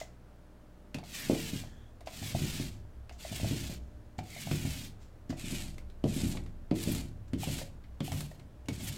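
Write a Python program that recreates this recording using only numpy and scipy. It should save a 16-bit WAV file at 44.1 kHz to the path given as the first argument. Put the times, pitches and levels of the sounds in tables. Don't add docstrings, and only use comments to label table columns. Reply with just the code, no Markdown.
import sys
import numpy as np
from scipy import signal
from scipy.fft import rfft, irfft, next_fast_len
from scipy.io import wavfile
from scipy.ndimage import uniform_filter1d

SR = 44100
rng = np.random.default_rng(int(sys.argv[2]) if len(sys.argv) > 2 else 0)


def int16_out(signal):
    q = np.round(np.clip(np.atleast_2d(signal).T, -1, 1) * 32767)
    wavfile.write(sys.argv[1], SR, q.astype(np.int16))


N = 395577
TIME = np.arange(N) / SR
HIT_TIME = TIME[:SR // 2]

# (touch [s], full grip [s], top speed [s], lift [s], release time [s], hiss [dB],
# hiss drop at both ends [dB], treble [dB], relative rumble [dB], stand sway [dB],
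# air gap resonance [Hz], skew of the roll to its path [0-1])
PUSHES = [(1.045, 1.142, 1.14, 1.598, 0.085, -43.5, 3, 0.5, -43, -50.5, 2420, .25),
          (2.075, 2.143, 2.53, 2.675, 0.095, -43, 5.5, 0.5, -41.5, -49, 3000, 0.35),
          (3.185, 3.205, 3.46, 3.747, 0.05, -44, 6.5, 0, -42.5, -52, 2730, .35),
          (4.237, 4.365, 4.6, 4.87, 0.058, -45, 4.5, 2, -43, -50.5, 2560, .4),
          (5.369, 5.376, 5.52, 5.682, 0.1, -45, 7.5, 0.5, -42, -43.5, 2700, 0.87),
          (6.055, 6.092, 6.195, 6.333, 0.11, -44.5, 4, 1, -37.5, -42, 3400, 1),
          (6.74, 6.759, 6.88, 7.012, 0.087, -44, 6, 3, -37, -47, 3430, 0.7),
          (7.382, 7.402, 7.459, 7.616, .086, -43.8, 3, 2.2, -41, -48, 3000, 0.6),
          (8.032, 8.049, 8.097, 8.19, 0.17, -49.5, -1, 5.5, -40, -53, 3000, 0.5),
          (8.702, 8.735, 8.905, 8.959, 0.076, -47.5, 4, 1.5, -42.5, -58, 3020, 0.66)]
# (time [s], level [dB], shove pitch [Hz], upper modes [dB], lowest modes [dB])
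BLOWS = [(0.947, -32.5, 204, 0, -6.5), (1.297, -17, 326, 2.5, -12), (1.532, -28, 193, -10, -6),
         (2.216, -34.5, 144, -11, 5), (2.346, -26.5, 146.3, -4, 6), (2.418, -26.5, 190, -14, -1),
         (2.598, -29, 238, -5, -4), (3.314, -35, 151, -25, 2), (3.431, -25, 150, -2.5, 6),
         (3.51, -28, 260, -7, -4.5), (3.696, -36, 146, 6.5, -7), (4.184, -34.5, 180, -9, 4),
         (4.465, -35.5, 150, -15, 3), (4.513, -23.5, 149, -10, -5), (4.649, -29.5, 238, -12, 8.5),
         (5.296, -29.5, 240, -8, -3), (5.439, -33.5, 190, -29, 0), (5.522, -31.5, 194, -8, -14),
         (6.04, -19.5, 250, 2.5, -1), (6.162, -30.5, 255, -12, -13), (6.233, -27.5, 193, -21, -17),
         (6.352, -33.5, 230, 3, -2), (6.713, -19, 280, -2, -12), (6.873, -23.5, 182, -7.5, -14),
         (7.333, -25, 203, -8, 0), (7.473, -27, 185, 3.5, 5.5), (8.005, -27, 186, -3, -3),
         (8.118, -33, 186, 9, 19), (8.686, -29, 192, -4.5, -5.5), (8.777, -38, 148, -17, 10)]
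# (frequency [Hz], level [dB], t60 [s])
DESK_MODES = [(68.4, -4.5, 0.96), (102.87, 3.5, 0.46), (150.6, -3, 0.28), (183, -5, 0.54),
              (217.7, -7.5, 0.28), (244.7, -2, 0.15), (269.5, 1, 0.28), (293, -15, 0.59), (334.5, -6, 0.57),
              (359.2, -3, 0.31), (428, -19, 0.084), (446, -18, 0.78), (482, -7, 0.095), (550, 0, 0.079),
              (607, 2, 0.081), (700, -11, 0.11), (770, -22, 0.28)]


def undb(db):
    return 10 ** (np.asarray(db) / 20)


def unit(x):
    return x / np.sqrt(np.mean(x ** 2))


def unit_peak(x, size=220):
    return x / np.sqrt(uniform_filter1d(x ** 2, size).max())


def fade(t60):
    return undb(-60 * HIT_TIME / t60)


def band(x, hz, kind, order=2):
    return signal.sosfilt(signal.butter(order, hz, kind, fs=SR, output="sos"), x)


def lows(x, hz):
    forward = band(x, hz, "low", order=3)
    return band(forward[::-1], hz, "low", order=3)[::-1]


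def colour(x, points):
    size = next_fast_len(2 * len(x))
    hz, db = np.transpose(points)
    bin_hz = np.arange(size // 2 + 1) * SR / size
    gain_db = np.interp(np.log(bin_hz + 1), np.log(hz), db)
    cepstrum = irfft(np.log(undb(gain_db)), size)
    cepstrum[1:size // 2] *= 2
    cepstrum[size // 2 + 1:] = 0
    return irfft(rfft(x, size) * np.exp(rfft(cepstrum)), size)[:len(x)]


def resonate(x, hz, width_hz, count=9):
    centres = np.geomspace(1600, 4400, count)
    bands = (signal.lfilter(*signal.iirpeak(f, f / width_hz, fs=SR), x) for f in centres)
    return sum(np.interp(hz, centres, share) * ringing for share, ringing in zip(np.eye(count), bands))


def walk(rate):
    hold = int(SR / rate)
    steps = np.repeat(rng.standard_normal(N // hold + 1), hold)
    return unit(uniform_filter1d(uniform_filter1d(steps, hold), hold)[:N])


def shot_noise(per_s, spread_db):
    sizes = undb(spread_db * np.minimum(rng.exponential(size=N), 4.5))
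    return unit((rng.random(N) < per_s / SR) * sizes * rng.choice([-1, 1], N))


def ring(modes, scatter_db=0, detune=0):
    chance = rng.standard_normal((len(modes), 2))
    return sum(undb(db + scatter_db * a) * fade(t60) * np.sin(2 * np.pi * hz * (1 + detune * b) * HIT_TIME)
               for (hz, db, t60), (a, b) in zip(modes, chance))


def add(track, s, sound):
    start = max(int(s * SR), 0)
    track[start:start + len(sound)] += sound[:N - start]


def background(air_db=-59.5, hum_trim_db=-2.0):
    # (frequency [Hz], gain [dB])
    air_spectrum = [(20, -19), (35, 9), (48, -8), (70, 0.5), (85, 5), (150, 1), (300, -1.5), (600, -6.5),
                    (1000, -12.5), (1600, -15.5), (2300, -22), (5000, -28), (15500, -35.5)]
    # (frequency [Hz], relative level [dB])
    partials = [(59.2, -55), (118.4, -66), (183.0, -69), (236.9, -67), (301.5, -71), (597.5, -73.5)]
    air = unit(colour(rng.standard_normal(N), air_spectrum))
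    hum = sum(undb(db + 3.6 * walk(2.7)) * np.sqrt(2) * np.sin(2 * np.pi * hz * TIME + 0.54 * walk(4.3))
              for hz, db in partials)
    return undb(air_db) * air + undb(hum_trim_db) * hum


def room(x, t60=0.25, wet_db=-16, gap_s=0.00504):
    reflections = rng.standard_normal(len(HIT_TIME)) * fade(t60) * (HIT_TIME > gap_s)
    tail = band(reflections, 6900, "low", order=1)
    return x + undb(wet_db) * signal.fftconvolve(x, tail / np.linalg.norm(tail))[:N]


def shaking(sway_hz=21.7, rest_db=-58.5, drone_db=-6):
    sway_gain, drone_gain = undb(rest_db), 0
    for _, grips, _, lift, *_, rumble_db, sway_db, _, _ in PUSHES:
        before = np.maximum((grips + lift) / 2 - TIME, 0)
        after = np.maximum(TIME - lift, 0)
        sway_gain = np.maximum(sway_gain, undb(sway_db - 38 * before - 14.5 * after))
        drone_gain = np.maximum(drone_gain, undb(rumble_db - 64 * before - 16.5 * after))
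    sway = np.sqrt(2) * np.sin(2 * np.pi * sway_hz * TIME + 0.65 * walk(1.5))
    lowest_modes = ring([(65.8, -2, 1.0), (79.6, -1.5, 0.22), (101.5, -3.0, 0.64), (153.4, -17.5, 0.52)])
    drone = unit(signal.fftconvolve(rng.standard_normal(N), lowest_modes)[:N])
    return sway_gain * sway + undb(drone_db) * drone_gain * band(drone, 45.6, "high", order=4)


def axle_rasps():
    # (middle [s], length [s], resonance [Hz], bandwidth [Hz], level [dB])
    rubs = [(1.225, 0.14, 1850, 446, -51.5), (1.7, .45, 1720, 400, -70), (1.72, 0.47, 3350, 400, -72),
            (4.365, 0.16, 2160, 220, -52.5), (5.493, 0.29, 2430, 350, -53.5), (7.45, 0.08, 3000, 900, -51),
            (8.07, 0.087, 2900, 900, -53.5)]
    out = np.zeros(N)
    for s, length, hz, width_hz, db in rubs:
        resonance = signal.iirpeak(hz, hz / width_hz, fs=SR)
        rub = signal.lfilter(*resonance, signal.lfilter(*resonance, shot_noise(3000, 1.5)))
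        swell = np.cos(np.pi * np.clip((TIME - s) / length, -.5, .5))
        out += undb(db) * unit(rub) * swell
    return out


def core_clacks(chatter_db=-18, chatter_t60=0.4, rise_t60=0.0069):
    # (time [s], level [dB], pitch [Hz])
    knocks = [(0.014, -36, 670), (0.985, -45.5, 730), (1.03, -48.5, 710), (1.351, -42, 686),
              (1.636, -47, 685), (2.012, -51, 665), (2.072, -36.5, 669), (2.226, -46, 670),
              (2.349, -32, 665), (3.111, -47.5, 685), (3.25, -37.5, 670), (3.325, -43, 677),
              (3.399, -41, 653), (3.445, -37, 674), (4.189, -34, 717), (4.363, -45, 666),
              (4.472, -39.5, 705), (4.512, -43, 665), (4.653, -44, 706), (5.327, -39.5, 638),
              (6.35, -46, 866), (7.433, -35.5, 780), (7.615, -39.5, 621), (8.079, -41, 750),
              (8.118, -40, 694), (8.314, -48.5, 615)]
    # (frequency [multiple of the pitch], level [dB], t60 [s])
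    core_modes = [(.89, -19, 0.3), (1.001, 8.5, 0.036), (1.12, -6, 0.054), (1.5, -17.5, 0.09),
                  (2.17, -15, 0.019), (3.06, -7, 0.037), (4.03, -23, .03)]
    out = np.zeros(N)
    for s, db, hz in knocks:
        chatter = rng.standard_normal(len(HIT_TIME)) * fade(chatter_t60)
        modes = [(ratio * hz, share_db, t60) for ratio, share_db, t60 in core_modes]
        knock = (1 - fade(rise_t60)) * ring(modes, scatter_db=4.4, detune=0.02)
        tail = signal.fftconvolve(chatter, knock)[:len(knock)]
        add(out, s, undb(db) * (unit_peak(knock) + undb(chatter_db) * unit_peak(tail)))
    return out


def desk_thumps(lag_s=0.0011, shove_t60=0.013, judder_t60=0.24, judder_db=-5, focus_db=5):
    out = np.zeros(N)
    for s, db, hz, upper_db, lowest_db in BLOWS:
        shove = fade(shove_t60) * np.sin(2 * np.pi * hz * HIT_TIME)
        bounces = rng.standard_normal(len(HIT_TIME)) * fade(judder_t60)
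        judder = signal.fftconvolve(bounces, shove)[:len(shove)]
        focus = [(hz / 2, 0), (hz * 0.92, focus_db), (hz * 2, 0)]
        modes = colour(ring(DESK_MODES, scatter_db=2.34, detune=0.01), focus)
        after = (1 - fade(0.024)) * (undb(judder_db) * unit_peak(judder) + unit_peak(modes))
        blow = unit_peak(shove) + .9 * after
        tone = [(35, -16.0), (85, lowest_db), (170, 0.5), (350, -3),
                (560, upper_db), (900, upper_db - 5.5), (2000, upper_db - 13)]
        add(out, s + lag_s, -undb(db) * unit_peak(colour(blow, tone)))
    return out


def rolling(gain, hiss_gain, mat_db=-3):
    tread = rng.standard_normal(N) * gain
    desk = unit(signal.fftconvolve(tread, ring(DESK_MODES, scatter_db=0.9, detune=0.0012))[:N])
    mat = unit(colour(tread, [(50, -1.5), (110, 1), (250, 3), (400, -17), (700, -14), (2000, -51)]))
    rumble = colour(desk + undb(mat_db) * mat, [(60, -7), (150, 3), (280, -2.5), (450, -11.5), (900, -5.5)])
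    core_spectrum = [(60, -42), (200, 3.5), (450, 0.5), (680, -5), (950, -7.5), (1500, -3), (4000, -69)]
    core = unit(colour(rng.standard_normal(N), core_spectrum))
    return undb(3.5) * np.std(gain) * unit(rumble) + undb(-16.5) * hiss_gain * core


def tape_brushes():
    # (time [s], level [dB], swell [s], t60 [s])
    touches = [(0.0, -47.5, 0.0024, .22), (1.621, -63.5, .02, 0.8), (2.058, -55, 0.0044, 0.12),
               (3.12, -60.5, 0.0046, 0.29), (3.8, -76, 0.027, 1.0), (4.18, -52, .005, 0.1),
               (4.99, -64, 0.037, .3), (5.292, -53, 0.004, 0.28), (7.277, -66, .005, .1)]
    spectrum = [(500, -9), (1500, 0), (3000, 0), (5000, -0.5), (7200, 1.5), (10000, -14.5), (15000, -14)]
    crackle = unit(colour(shot_noise(9000, 2.7), spectrum))
    envelope = np.zeros(N)
    for s, db, swell_s, t60 in touches:
        swell = np.linspace(0, 1, int(swell_s * SR))
        add(envelope, s, undb(db) * np.concatenate([swell, fade(t60)]))
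    return envelope * crackle


def tape_snaps(crack_t60=0.014, tail_t60=0.15, tail_db=-15, ring_db=8, rise_t60=0.0079):
    # (time [s], level [dB], treble [dB], ring [Hz])
    snaps = [(0.9448, -35.5, -4.5, 2550), (0.9854, -44.5, -6, 4500), (1.0374, -49.5, -4, 4210),
             (2.0075, -53, -1, 2160), (2.0729, -42, -9, 2200), (3.0943, -45.5, -7, 2780),
             (4.189, -38.5, -7.5, 2320), (4.513, -35.5, -28, 2160), (5.3034, -40.5, -9, 5170),
             (5.7817, -46, -0.5, 2100), (5.9, -57, -4, 4060), (6.0399, -39.5, -6, 3150),
             (6.3716, -40, -14, 2040), (6.462, -51, -9, 2040), (6.7118, -40, -12, 2500),
             (6.949, -40.5, 8, 3180), (7.3337, -42, -5.5, 3140), (7.587, -40.5, 4, 3850),
             (7.8395, -57, -15, 2030), (8.0047, -36.5, -9.5, 3220), (8.119, -38.5, -0.5, 1190),
             (8.2068, -40.5, 7, 4200), (8.397, -54.5, -4, 2130), (8.658, -60, 1, 2830),
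             (8.6852, -34, -2.5, 2240)]
    # (frequency [Hz], gain [dB])
    snap_spectrum = [(500, 7.5), (1400, 0.5), (2300, 2.5), (3200, 1.5), (4200, -0.5), (5200, -2),
                     (8000, -3.5), (15000, -15)]
    out = np.zeros(N)
    for s, db, treble_db, hz in snaps:
        burst = rng.standard_normal(len(HIT_TIME)) * (fade(crack_t60) + undb(tail_db) * fade(tail_t60))
        burst *= 1 - fade(rise_t60)
        ringing = colour(burst, [(.87 * hz, 0), (hz, ring_db), (1.15 * hz, 0)])
        crack = unit_peak(colour(ringing, snap_spectrum), size=100)
        add(out, s - .0008, undb(db) * colour(crack, [(4500, 0), (7500, treble_db)]))
    return out


def arm_motion(touch_db=-12, release_db=-20, edge_s=0.0095, hardest_at=0.45):
    controls = np.zeros((6, N))
    for touch, grips, fastest, lift, release, db, slow_db, top_db, rumble_db, _, gap_hz, skew in PUSHES:
        contact_db = np.interp(TIME, [touch, grips], [touch_db, 0])
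        contact_db += release_db * np.maximum(TIME - lift, 0) / release
        speed_db = -slow_db * np.interp(TIME, [grips, fastest, lift], [-1, 0, 1]) ** 2
        travel = np.interp(TIME, [touch, lift + release / 2], [0, 1])
        press_db = np.interp(travel, [0, hardest_at, 1], [-20.5, 0, -7])
        hiss_gain = undb(db + contact_db + speed_db)
        treble_db = top_db + 0.1 * contact_db
        rumble_gain = undb(rumble_db + press_db + contact_db / 2)
        ring_hz = gap_hz * np.exp(-0.1 * (contact_db + speed_db))
        end = lift + 2 * release
        on = np.interp(TIME, [touch - edge_s, touch, end, end + edge_s], [0, 1, 1, 0])
        controls += on * np.array([hiss_gain, treble_db, rumble_gain, ring_hz, travel, np.full(N, skew)])
    return controls


def bump(s, width_s):
    return np.exp(-((TIME - s) / width_s) ** 2)


def tape_grip(hop_lead_s=0.0062, hop_s=0.0077, hop_db=-2.5, rip_s=0.016):
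    # (middle [s], hiss change [dB], treble change [dB])
    rips = [(1.21, -0.5, 4), (2.285, 0, 4), (3.365, 3.5, 1), (5.52, 2.5, 3), (6.087, 5, -2), (6.16, 3.5, 7),
            (6.2, 3.5, -2), (6.295, -1.5, 10), (6.83, 2.5, 5), (6.925, -0.5, 9), (7.43, -0.5, 5),
            (7.538, .5, 4.5), (8.06, -1, 3), (8.845, -0.5, 11.5), (8.885, 3.5, 8)]
    hops = sum(bump(s - hop_lead_s, hop_s) for s, *_ in BLOWS)
    flare_db, bright_db = sum(np.outer(gains_db, bump(s, rip_s)) for s, *gains_db in rips)
    return hop_db * hops + flare_db, bright_db


def tape_peel(gain, treble_db, gap_hz, travel, skew, near_s=0.001406, far_s=0.0026):
    # (frequency [Hz], gain [dB])
    peel_spectrum = [(530, -20), (900, -11), (955, -12), (1290, -13.5), (1470, -8), (1580, -8.5),
                     (1750, -4.5), (1980, -4.5), (2200, -1.5), (3220, -1.5), (5980, -3.5), (7680, -2.5),
                     (10300, -7.5), (12400, -5.5), (15500, -36.5)]
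    # (frequency [Hz], gain [dB])
    straight_tone = [(5000, 1), (12000, -4.5), (13500, 7), (15000, 22)]
    # (frequency [Hz], gain [dB])
    askew_tone = [(4200, -1), (5700, -3.5), (7500, 0), (12500, -5), (15000, 10.5)]
    bonds = shot_noise(16000, 3.3)
    patches = 0.45 * (0.43 + skew) * shot_noise(700, 4.2)
    hiss = (bonds + patches) * undb(0.72 * (1.5 + skew) * walk(90))
    lag_s = near_s + (far_s - near_s) * travel
    reflection = .42 * np.interp(TIME - lag_s, TIME, hiss)
    hiss = colour(hiss + reflection, peel_spectrum)
    hiss = (1 - skew) * colour(hiss, straight_tone) + skew * colour(hiss, askew_tone)
    hiss = unit(hiss + 0.38 * resonate(hiss, gap_hz, width_hz=330))
    body = lows(hiss, 9600)
    return gain * (body + undb(treble_db) * (hiss - body))


def scene():
    hiss_gain, treble_db, rumble_gain, gap_hz, travel, skew = arm_motion()
    grip_db, bright_db = tape_grip()
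    peel = tape_peel(hiss_gain * undb(grip_db), treble_db + bright_db, gap_hz, travel, skew)
    tape = peel + tape_snaps() + tape_brushes()
    roller = tape + rolling(rumble_gain, hiss_gain) + desk_thumps() + core_clacks() + axle_rasps()
    return np.tile(room(roller) + shaking() + background(), (2, 1))


def record(dry):
    return signal.sosfilt(signal.ellip(10, .1, 80, 15800, fs=SR, output="sos"), dry)


dry = scene()
out = record(dry)
int16_out(out)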